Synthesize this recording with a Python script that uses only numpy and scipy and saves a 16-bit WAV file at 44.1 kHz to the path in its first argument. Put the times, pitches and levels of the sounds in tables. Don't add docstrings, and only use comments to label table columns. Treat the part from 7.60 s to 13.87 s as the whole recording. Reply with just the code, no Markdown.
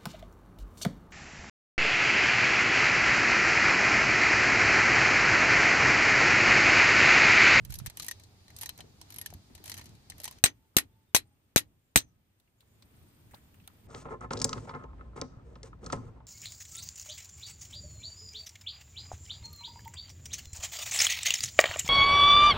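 import sys
import numpy as np
from scipy import signal
from scipy.io import wavfile

SR = 44100
rng = np.random.default_rng(int(sys.argv[2]) if len(sys.argv) > 2 else 0)


def elevation(decibels):
    levels = np.asarray(decibels, float)
    return 10 ** (levels / 20)


def store_wav(level_fs):
    pcm = np.round(np.clip(np.atleast_2d(level_fs), -1, 1) * 32767)
    wavfile.write(sys.argv[1], SR, pcm.T.astype(np.int16))


N = 276507
TIME_S = np.arange(N) / SR
SCENE_CHANGE_S = 2.79

# (start [s], end [s], drag at start [dB], drag at end [dB])
SWINGS = [
    (0.094, 0.302, -56, -87),
    (0.381, 0.523, -56, -60.5),
    (0.967, 1.094, -60.5, -66),
    (1.486, 1.68, -74, -79),
    (2.05, 2.26, -51, -76),
    (2.582, 2.751, -67, -72),
]
# (time [s], peak [dB], low colour [dB], high colour [dB], favoured mode [Hz])
RAPS = [(2.8389, -4.5, -11, -9, 8180), (2.8525, -23.5, -16.5, -7, 6500), (2.8589, -12.5, -13, -14.5, 1875),
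        (3.1667, -6.5, -12.5, -6.5, 13100), (3.184, -13, -13.5, -9.5, 11250),
        (3.5473, -5.5, -13.5, -8.5, 6130), (3.5528, -18.5, -18, -8.5, 11250), (3.563, -11, -16, -10, 4070),
        (3.9608, -6.5, -16, -10, 6130), (3.9698, -14, -16.5, -9, 3770), (3.9778, -13.5, -16.5, -9, 11250),
        (4.3588, -4.5, -11, -7.5, 8180), (4.3737, -11.5, -23, -6, 13100), (4.3865, -26.5, -26, -11, 6130)]
# (before scene change [dB], added by a swing [dB], after scene change [dB], share of gain dip
TOP_LEVEL = (-82, 2, -76.0, 1)


def rms_one(x):
    return x / np.sqrt(np.mean(x ** 2) + 1e-20)


def in_time(rows):
    s, *columns = np.transpose(rows)
    return [np.interp(TIME_S, s, column) for column in columns]


def at_hz(points, hz):
    table_hz, value = np.transpose(points)
    return np.interp(np.log(hz), np.log(table_hz), value)


def add_at(out, s, piece):
    start = round(s * SR)
    out[..., start:start + piece.shape[-1]] += piece


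def drift(rate):
    r = np.exp(-80 * np.pi * rate / SR)
    slow = signal.lfilter([1], [1, -2 * r, r * r], rng.standard_normal(N // 40 + 2002))[2000:]
    return np.interp(np.arange(N) / 40, np.arange(len(slow)), rms_one(slow))


def band_noise(low_hz, high_hz, order=2):
    sos = signal.butter(order, [low_hz, high_hz], "band", fs=SR, output="sos")
    return signal.sosfilt(sos, rng.standard_normal((2, N)))


def bands(spectrum, size=N):
    # (frequency [Hz], left-right likeness [-1 to 1])
    likeness = [(60, 1), (300, 0.64), (700, 0.14), (1500, -.1), (15000, -0.22)]
    white = rng.standard_normal((2, 2, size))
    edges = 20 * 2 ** np.arange(0, 10.1, .5)
    edges = edges[(edges > spectrum[0][0] / 1.3) & (edges < spectrum[-1][0] * 1.3)]
    for k, (low, high) in enumerate(zip(edges, edges[1:])):
        mid, side = signal.sosfilt(signal.butter(2, [low, high], "band", fs=SR, output="sos"), white[k % 2])
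        hz = np.sqrt(low * high)
        alike = np.clip(at_hz(likeness, hz), -1, 1)
        stereo = np.sqrt(1 + alike) * mid + np.sqrt(1 - alike) * side * [[1], [-1]]
        yield hz, elevation(at_hz(spectrum, hz)) * stereo


def steady(spectrum, patchy_db):
    together = drift(14.0)
    return rms_one(sum(band * elevation(patchy_db * (0.37 * together + drift(5.9))) for hz, band in bands(spectrum)))


def arm():
    ramp_s = 0.13
    moves = [np.interp(TIME_S, [a - ramp_s, (a + b) / 2, b, b + ramp_s], [0, 0.8, 0.58, 0]) for a, b, *_ in SWINGS]
    return np.max(moves, axis=0)


def level(row):
    # (time [s], gain [dB])
    gain = [
        (2.79, -7),
        (3.5, -9.5),
        (4.63, -12),
        (4.98, -10.5),
        (5.04, -7),
        (5.36, 0),
        (6.27, 0),
    ]
    before_db, swing_db, after_db, share = row
    return np.where(TIME_S < SCENE_CHANGE_S, before_db + swing_db * arm(), after_db + share * in_time(gain)[0])


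def rumble():
    # (frequency [Hz], density [dB per Hz])
    spectrum = [(12, -40), (20, -12.5), (27, -12), (43, -8.5), (91, 3), (145, -6), (216, -8), (258, -11),
                (300, -15), (462, -29.5), (700, -19.5), (910, -45), (1540, -120)]
    # (before scene change [dB], added by a swing [dB], after scene change [dB], share of gain dip [ratio])
    floor = (-60.5, 1, -62, 1.05)
    # (time [s], peak [dB], rise [dB per s])
    bumps = [(0.42, -53.5, 112), (0.65, -60, 150), (1.0, -57, 27), (1.201, -51.5, 301), (1.57, -53.5, 240),
             (1.745, -52, 99), (2.07, -56.5, 57), (2.33, -53, 19), (2.58, -55.5, 41), (2.68, -58.5, 52),
             (5.252, -59.5, 104), (5.456, -57.5, 37), (5.746, -58, 29.5), (6.02, -59.5, 24),
             (6.26, -54, 155)]
    bump_fall_db_per_s, boom_db, boom_fall_db_per_s = 120, -55.5, 66
    layers_db = [level(floor)]
    for s, peak_db, rise in bumps:
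        layers_db.append(peak_db - np.maximum(rise * (s - TIME_S), bump_fall_db_per_s * (TIME_S - s)))
    for s, peak_db, *_ in RAPS:
        if peak_db > -9.5:
            layers_db.append(np.where(TIME_S > s, boom_db - boom_fall_db_per_s * (TIME_S - s), -130))
    return elevation(np.max(layers_db, axis=0) + 0.78) * steady(spectrum, patchy_db=1.27)


def leaf_hiss():
    # (frequency [Hz], density [dB per Hz])
    spectrum = [(180, -27.5), (300, 0), (443, -8.5), (520, -9), (1260, -12.5), (2950, -14.5), (5560, -21),
                (8460, -20), (9500, -21), (12400, -52), (20900, -120)]
    # (before scene change [dB], added by a swing [dB], after scene change [dB], share of gain dip [ratio])
    row = (-74.0, 7, -74, 0.9)
    return elevation(level(row) + 5.5) * steady(spectrum, patchy_db=0.55)


def top_hiss():
    edges = [12000, 15700]
    return elevation(level(TOP_LEVEL) + 1.5) * rms_one(band_noise(*edges))


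def wind():
    # (time [s], level [dB])
    gust = [(0.0, -45.5), (0.02, -49), (0.062, -52), (0.106, -46), (0.154, -54.5), (0.18, -48.5),
            (0.27, -50), (0.29, -89), (0.36, -72)]
    gust_db, = in_time(gust + [(gust[-1][0] + .03, -120)])
    return elevation(gust_db + [[.5], [4.5]]) * rms_one(band_noise(35, 135, order=3))


def cricket():
    # (before scene change [dB], added by a swing [dB], after scene change [dB], share of gain dip [ratio])
    row = (-89, -8, -80, 1.1)
    hz, width_hz, throbs_per_s = 8620, 420, 17.0
    tone = band_noise(hz - width_hz / 2, hz + width_hz / 2)
    phase = 2 * np.pi * throbs_per_s * TIME_S - .5 + .4 * drift(1.5)
    throb = np.maximum(np.sin(phase) + .5, .3) * (1 - .4 * np.sin(3 * phase)) * elevation(2.5 * drift(3.0))
    return elevation(level(row)) * rms_one(tone * throb)


def rub():
    # (frequency [Hz], density [dB per Hz])
    colour = [(410, -45), (700, 1), (788, 1), (1170, -12.5), (3210, -12.5), (4170, -3), (4580, 3),
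              (9800, -22), (12000, -17.5), (15600, -37.5), (22000, -120)]
    rub_db, swing_db, start_db_per_s, full_s = -73.5, 7, 54, 0.41
    working_db = rub_db + swing_db * arm() - start_db_per_s * np.maximum(full_s - TIME_S, 0)
    return elevation(np.where(TIME_S < SCENE_CHANGE_S, working_db, -130) + 4.5) * steady(colour, patchy_db=1.0)


def ring(clicks, hz, t60):
    r, w = elevation(-60 / (t60 * SR)), 2 * np.pi * hz / SR
    return signal.lfilter([0, np.sin(w)], [1, -2 * r * np.cos(w), r * r], clicks + 1e-18)


def dying(clicks, t60):
    return signal.lfilter([1], [1, -elevation(-60 / (t60 * SR))], clicks + 1e-18)


def strike(events, pan_db, bass_left_db, favour_db, modes, crack, crack_t60, modes_db, crack_db, scatter_db,
           ring_s, chatter_db, tail_t60, tail_db, tail):
    rattle_db, rattle_per_s = 3.0, 220
    s, peak_db, low_db, high_db, favoured_hz = np.transpose(events)
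    first = round(s.min() * SR)
    at = np.round(s * SR).astype(int) - first
    size = at.max() + SR // 3
    favoured = np.argmin(abs(favoured_hz[:, None] - np.array(modes)[:, 0]), axis=1)

    def train(hz, gain):
        low = np.clip(np.log2(3500 / hz), 0, 1)
        high = np.clip(2 * np.log2(hz / 7500), 0, 1)
        side = elevation(np.outer([.5, -.5], pan_db + bass_left_db * low + np.zeros(len(s))))
        clicks = np.zeros((2, size))
        clicks[:, at] = side * elevation(peak_db + low * low_db + high * high_db) * gain
        return clicks

    out, grit = np.zeros((2, size)), rng.standard_normal((2, size))
    for k, (hz, level_db, t60) in enumerate(modes):
        luck = np.clip(rng.standard_normal((len(at), 4)).T, -2, 1.5)
        mode_db = level_db + modes_db + favour_db * (favoured == k) + scatter_db * luck[:2]
        clicks = train(hz, elevation(mode_db) * np.sign(luck[2:]))
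        chatter = elevation(chatter_db) * grit * dying(clicks, min(t60, tail_t60))
        out += ring(clicks + chatter, hz, np.clip(ring_s, .008, .04))
    for hz, band in bands(crack, size=size):
        clicks = train(hz, elevation(crack_db))
        rattle = elevation(tail_db + at_hz(tail, hz) + rattle_db * drift(rattle_per_s)[:size])
        out += band * (dying(clicks, at_hz(crack_t60, hz)) + rattle * dying(clicks, tail_t60 * (hz / 3000) ** -.2))
    return np.pad(out, [(0, 0), (first, N - first - size)])


def ratchet():
    # (time [s], peak [dB], low colour [dB], high colour [dB], favoured mode [Hz])
    pawl = [(0.1231, -32.5, -13, -1, 12750), (0.1404, -28, -22, -1, 8170), (0.1545, -32, -39, -1.5, 11290),
            (0.187, -29.5, -44, -3, 11290), (0.2613, -26.5, -13.5, 1, 1818), (0.299, -34, -15, -2.5, 4095),
            (0.398, -22.5, -22.5, -6, 4095), (0.4222, -26, -30, -10, 12750), (0.4454, -30, -21, -4, 12750),
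            (0.4646, -32.5, -18, -3, 12750), (0.4835, -24, -19, 1.5, 6120), (0.5118, -23, -23, -1, 6120),
            (0.9645, -33, -38, -1, 8170), (0.9868, -33, -28, -7, 12750), (1.0116, -28.5, -23, -1, 11290),
            (1.0329, -27, -12, -0.5, 3110), (1.059, -27, -17, -2, 6120), (1.092, -25, -18.5, -0.5, 4095),
            (1.5228, -34.5, -17, -9, 12750), (1.5612, -33.5, -16, -2, 11290),
            (1.5845, -29.5, -14.5, -4, 3110), (1.6134, -28, -19, -1, 11290),
            (1.6604, -24, -22.5, -0.5, 3110), (2.0783, -30.5, -16, -7, 11290),
            (2.0967, -25.5, -19, -3.5, 11290), (2.1171, -24, -19, -9, 4870),
            (2.141, -28.5, -15.5, -6.5, 11290), (2.6424, -24.5, -24, 2.5, 10660),
            (2.6542, -27, -15, 0, 6120), (2.678, -26, -16, -7.5, 3110), (1.0155, -31, -19, -2.5, 11290),
            (2.2658, -44.5, -17, -6, 6120)]
    # (time [s], peak [dB])
    slips = [(0.0494, -34), (0.104, -34), (0.2674, -28.5), (0.3713, -28), (0.4286, -32), (1.024, -32),
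             (1.1773, -41), (1.504, -35.5), (1.5422, -37.5), (1.738, -38), (2.0401, -36.5), (2.0583, -34),
             (2.177, -33.5), (2.2413, -45), (2.5815, -41), (2.601, -33), (2.616, -42), (2.635, -33),
             (2.711, -36)]
    # (time [s], peak [dB], low colour [dB], favoured mode [Hz])
    seats = [(0.1998, -37.5, -12, 4870), (0.253, -48, -13, 1818), (0.5977, -41, -16, 4095),
             (0.636, -40.5, -37, 4095), (0.881, -43, -17, 4095), (0.903, -43.5, -7.5, 4095),
             (1.1883, -39, -11, 6120), (1.2054, -34, -13, 4095), (1.414, -32, -25, 8170),
             (1.703, -40, -14, 6120), (1.9506, -33.5, -19, 8170), (1.9786, -45.5, -4.5, 4095),
             (2.1685, -37, -11, 6120), (2.1831, -33.5, -14, 1818), (2.1942, -36, -11, 950),
             (2.2126, -37, -8, 4095), (2.2569, -38.5, -22, 4870), (2.292, -46.5, -33, 4870),
             (2.352, -49, -26, 4095), (2.4998, -26.5, -26.5, 8170), (2.5203, -45, -8, 1818),
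             (2.7246, -41.5, -18, 1818), (2.785, -45, -13, 6120)]
    # (frequency [Hz], level [dB], decay t60 [s])
    wrench = [(950, 8.5, .05), (1818, 11.5, .05), (3110, 0, 0.03), (4095, -1.5, .07), (4870, -10, .05),
              (6120, -0.5, .08), (8170, -5.5, .06), (8180, 0.5, 0.015), (10660, 9, 0.0052),
              (11290, 6, 0.036), (12750, 6, .015), (16100, -1, 0.013)]
    # (frequency [Hz], density [dB per Hz])
    crack = [(290, 2.5), (500, -3), (950, 7.5), (1440, -14), (1900, 13.5), (2500, -13.5), (4030, -11),
             (7310, -10.5), (11100, -4), (16000, -3.5)]
    # (frequency [Hz], decay t60 [s])
    crack_t60 = [(500, 0.014), (3000, 0.061), (15000, 0.005)]
    # (frequency [Hz], level [dB])
    tail = [(300, -2), (2000, -1), (15000, -4)]
    contacts = pawl + [(s, db, -19.5, -2.5, 12750) for s, db in slips]
    contacts = contacts + [(s, db, low_db, -8, hz) for s, db, low_db, hz in seats]
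    pan_db = 0.9 + 2.5 * rng.standard_normal(len(contacts))
    return strike(contacts, pan_db, 0.41, 7.6, wrench, crack, crack_t60, modes_db=-22.0, crack_db=-0.5,
                  scatter_db=1.5, ring_s=0.014, chatter_db=-15.0, tail_t60=0.058, tail_db=-32.0, tail=tail)


def rings():
    # (time [s], peak [dB], frequency [Hz], decay t60 [s])
    contact_rings = [(0.103, -56, 1460, 0.057), (0.2, -58, 1320, 0.035), (0.263, -47, 2204, .04),
                     (0.292, -56, 4180, .06), (0.373, -58, 2920, .05), (0.399, -52, 1210, 0.058),
                     (0.484, -42, 1885, 0.07), (0.49, -62, 1003, .04), (0.513, -41, 1860, 0.039),
                     (0.987, -44, 13000, .03), (1.033, -49.5, 890, .04), (1.059, -48, 1852, 0.031),
                     (1.06, -48, 4040, 0.07), (1.092, -42.5, 3050, 0.036), (1.206, -49.5, 3090, .04),
                     (1.157, -62, 4100, .07), (1.523, -48, 13000, 0.032), (1.543, -50, 11100, .03),
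                     (1.585, -38, 11300, 0.058), (1.585, -56, 1010, .04), (1.614, -58, 1000, .05),
                     (1.614, -50, 1875, 0.08), (1.661, -46.5, 1760, 0.032), (2.042, -58, 747, 0.039),
                     (2.097, -56, 950, .04), (2.118, -49.5, 1900, 0.069), (2.118, -42, 4650, .04),
                     (2.118, -61, 806, 0.035), (2.141, -55.5, 1610, .03), (2.184, -54, 1764, .06),
                     (2.5, -55, 800, 0.029), (2.521, -60, 2101, .04), (2.642, -55.5, 1914, 0.13),
                     (2.654, -47.5, 853, .04), (2.654, -50.5, 1920, 0.06), (2.679, -48.5, 1003, 0.056),
                     (2.712, -60, 1050, 0.036), (2.728, -61, 1800, 0.032), (0.051, -44, 9650, .02),
                     (0.262, -49, 11200, 0.046), (1.727, -50, 700, .03), (5.7413, -43, 830, .012),
                     (5.007, -66, 8100, .04), (5.224, -64, 8030, .04)]
    # (time [s], peak [dB], frequency [Hz], decay t60 [s])
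    rap_rings = [(2.8395, -21.5, 2550, .025), (2.8392, -19, 6240, 0.022), (2.8395, -21, 8280, .04),
                 (2.839, -25, 700, .018), (2.86, -30, 1875, .065), (2.878, -44.5, 6130, 0.098),
                 (3.167, -19, 6300, .022), (3.184, -35, 1875, .07), (3.185, -23, 11250, 0.039),
                 (3.5475, -22, 1010, .018), (3.563, -28, 4070, .05), (3.9616, -21.5, 1500, 0.019),
                 (3.9609, -18, 6470, .022), (3.965, -25.5, 3910, .05), (4.359, -19, 740, .018),
                 (4.359, -19, 1502, 0.017), (4.359, -21, 1940, 0.022), (4.3592, -21, 6130, .1),
                 (4.385, -38, 8180, .07)]
    twin_split, twin_db, lag_ms, flutter_db, flutter_per_s = 0.045, -5.5, 0.098, 3.0, 60.
    rows = contact_rings + rap_rings
    out, t = np.zeros((2, N)), np.arange(6000) / SR
    for (s, peak_db, hz, t60), (split, lag) in zip(rows, rng.uniform(-1, 1, (len(rows), 2))):
        late = t - np.array([[0], [lag * lag_ms / 1000]])
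        twin = elevation(twin_db) * np.sin(2 * np.pi * hz * (1 + twin_split * split) * late)
        add_at(out, s, elevation(peak_db - 60 * t / t60) * (np.sin(2 * np.pi * hz * late) + twin))
    return out * elevation(flutter_db * drift(flutter_per_s))


def drag():
    grains = rng.standard_normal((2, N)) * (rng.random(N) < 2500. / SR)
    grains = grains * elevation(3.5 * np.minimum(rng.exponential(1, N), 3))
    bright = signal.sosfilt(signal.butter(2, [1500., 14000.], "band", fs=SR, output="sos"), grains)
    rows = []
    for a, b, a_db, b_db in SWINGS:
        rows += [(a - .004, -130), (a, a_db), (b, b_db), (b + .01, -130)]
    return elevation(in_time(rows)[0]) * rms_one(bright)


def thuds():
    # (time [s], left push [full scale], right push [full scale], length [ms])
    jolts = [(0.0977, .006, .016, 5.8), (0.111, 0.0029, 0.038, 9.6), (0.2157, 0.0017, 0.055, 6.4),
             (0.2732, 0.0085, 0.042, 7.4), (1.7477, .014, 0.019, 5.8), (2.8387, 0.25, -0.038, 4.2),
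             (3.1661, -0.39, -0.062, 2.15), (3.168, 0.079, 0.12, 1.4), (3.547, 0.41, -0.044, 1.36),
             (3.9611, -0.78, -0.044, 1.53), (3.9613, 0.17, -0.016, 5), (4.359, 0.1, -0.062, 1.8),
             (4.3618, 0.11, 0.26, 3.0), (4.364, 0.26, -0.13, 1.9), (4.374, -0.13, 0.0085, 3.2)]
    push = np.zeros((2, N))
    for s, left, right, length_ms in jolts:
        add_at(push, s, np.outer([left, right], np.hanning(round(length_ms * SR / 1000))))
    return signal.sosfilt(signal.butter(2, 55., "high", fs=SR, output="sos"), push)


def whistles():
    # (start [s], length [s], frequency [Hz], level [dB])
    calls = [
        (2.92, .2, 885, -84),
        (3.26, .22, 885, -82),
        (3.6, .17, 825, -82),
        (3.31, .05, 3550, -83),
        (3.465, .05, 3650, -84),
        (3.755, .03, 2750, -89),
        (4.45, .16, 1270, -88),
        (.75, .12, 4680, -76),
        (1.27, .1, 4700, -80),
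    ]
    out = np.zeros(N)
    for s, length, hz, db in calls:
        t = np.arange(round(length * SR)) / SR
        waver = 0.0059 * hz / 12.0 * np.sin(2 * np.pi * 8.3 * t)
        add_at(out, s, elevation(db + 1.5) * np.sin(np.pi * t / length) * np.sin(2 * np.pi * hz * t + waver))
    return out * elevation(3.8 * drift(40.0))


def knocks():
    # (time [s], peak [dB], body [Hz], bright edge [dB], decay t60 [s])
    hits = [(2.845, -28, 280, -69.5, .22), (3.172, -26.5, 280, -70, .22), (3.553, -30, 300, -69, 0.2),
            (3.967, -28.5, 280, -70, 0.24), (4.366, -30, 280, -70.5, .22), (5.735, -43, 1300, -32, 0.038),
            (4.799, -62.5, 4110, -4, 0.035), (4.875, -65, 2350, -26, 0.062),
            (5.006, -54.5, 3940, -12, 0.054), (5.223, -50.5, 4300, -20.5, 0.045), (6, -57, 2800, -31, .07),
            (5.742, -35, 700, -24, 0.034), (5.745, -45.5, 3940, -24, 0.034), (5.749, -50, 1600, -12, 0.13),
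            (5.942, -55.5, 2800, -7, 0.046), (6.076, -41, 3370, -0.5, 0.015),
            (6.077, -44, 1330, -28, 0.045), (6.076, -44.5, 3800, -31, 0.026), (6.1, -54, 1150, -30, .04),
            (5.028, -56, 940, -30, 0.039), (5.008, -63.5, 2200, -30, 0.043),
            (3.145, -58, 1200, -24.5, 0.045), (2.802, -60, 2500, -20, .03), (1.193, -37, 689, -40, 0.09),
            (1.415, -43, 940, -40, 0.033), (1.95, -44, 770, -40, 0.047), (2.06, -42.5, 680, -40, 0.11),
            (2.6, -40, 630, -40, 0.089), (1.24, -44, 400, -40, 0.25), (1.9, -36, 220, -40, .12),
            (2, -40, 330, -40, 0.11), (5.224, -56, 1140, -30, .04), (5.224, -57, 2400, -30, .04),
            (5.943, -55, 1500, -30, 0.043), (6.077, -45, 780, -28, .03), (6.04, -62, 3200, -32, .08),
            (5.71, -54.5, 1900, -9, .12), (5.77, -58, 2000, -13, 0.13)]
    out, t = np.zeros((2, N)), np.arange(4000) / SR
    for s, peak_db, hz, edge_db, t60 in hits:
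        puff = rng.standard_normal((2, len(t))) * elevation(peak_db - 60 * t / t60)
        body = signal.lfilter(*signal.iirpeak(hz, 4.5, fs=SR), puff)
        edge = signal.sosfilt(signal.butter(2, 4500., "high", fs=SR, output="sos"), puff)
        add_at(out, s, elevation(7.5) * body + elevation(edge_db + 4.5) * edge)
    return out


def katydid():
    hz, width_hz, throbs_per_s, over_top_hiss_db = 14200., 700., 29., -5.0
    tone = band_noise(hz - width_hz / 2, hz + width_hz / 2)
    throb = np.maximum(np.sin(2 * np.pi * throbs_per_s * TIME_S + 1.5 * drift(3.0)), .1)
    return elevation(level(TOP_LEVEL) + over_top_hiss_db) * rms_one(tone * throb) * (TIME_S > SCENE_CHANGE_S)


def raps():
    # (frequency [Hz], level [dB], decay t60 [s])
    coupler = [(1875, 1.5, 0.12), (2456, -6, 0.04), (2650, -7, 0.06), (3220, -8.5, 0.021),
               (3770, -6.5, .05), (4070, -5.5, 0.076), (4935, -11, 0.03), (6130, -3.5, 0.055),
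               (6500, -4.5, 0.04), (8180, 1, 0.057), (8590, -5, 0.049), (11250, 5, 0.069), (13100, 3, .05),
               (14900, -4, .05)]
    # (frequency [Hz], density [dB per Hz])
    crack = [(180, -37.5), (300, -5.5), (1080, 0.5), (1900, 3.5), (3190, -7.5), (4160, -10.5), (7320, -10),
             (8360, -8.5), (9880, -8.5), (13300, 1.5), (16000, -16)]
    # (frequency [Hz], decay t60 [s])
    crack_t60 = [(300, .025), (1500, 0.019), (6000, 0.015), (15000, 0.014)]
    # (frequency [Hz], level [dB])
    tail = [(200, 0), (450, -8), (1000, -7.5), (1600, -4.5), (2200, -1), (6000, 0.5), (10000, -3.5),
            (15000, -5)]
    null_hz, null_q, top_hz = 9420, 33, 16000
    hits = strike(RAPS, 1, 4.5, 6.1, coupler, crack, crack_t60, modes_db=-15.0, crack_db=5.0, scatter_db=3.0,
                  ring_s=0.022, chatter_db=-18.0, tail_t60=0.09, tail_db=-12.5, tail=tail)
    shaded = signal.sosfilt(signal.butter(6, top_hz, fs=SR, output="sos"), hits)
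    return signal.lfilter(*signal.iirnotch(null_hz, null_q, fs=SR), shaded)


def squeaks():
    # (start [s], length [s], start pitch [Hz], end pitch [Hz], level [dB])
    glides = [
        (4.197, .14, 7400, 7030, -90.5),
        (4.424, 0.11, 6200, 6000, -83),
        (4.96, .08, 7160, 7010, -84),
        (5.03, 0.19, 6830, 7100, -86),
        (5.66, .1, 7020, 7200, -86),
        (5.779, 0.13, 7050, 7440, -85),
    ]
    width_hz = 280
    out = np.zeros((2, N))
    for s, length, start_hz, end_hz, db in glides:
        t = np.arange(round(length * SR)) / SR
        rough = signal.sosfilt(signal.butter(2, width_hz, fs=SR, output="sos"), rng.standard_normal((2, len(t))))
        phase = 2 * np.pi * (start_hz * t + (end_hz - start_hz) * t ** 2 / (2 * length))
        add_at(out, s, elevation(db) * rms_one(rough) * np.sin(np.pi * t / length) * np.sin(phase) * 2)
    return out


def scene():
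    air = rumble() + leaf_hiss() + top_hiss() + wind() + cricket() + katydid()
    quiet = air + rub() + ratchet() + drag()
    quiet = signal.sosfilt(signal.cheby2(10, 40, 16000, fs=SR, output="sos"), quiet)
    return quiet + rings() + thuds() + whistles() + knocks() + raps() + squeaks()


def top_cut(x):
    return signal.sosfilt(signal.butter(12, 17060, fs=SR, output="sos"), x)


def record(dry):
    soft = .86 * np.tanh(dry / .86)
    cut = signal.sosfilt(signal.cheby2(12, 70, 17000, fs=SR, output="sos"), soft)
    return top_cut(cut)


dry = scene()
out = record(dry)
store_wav(out)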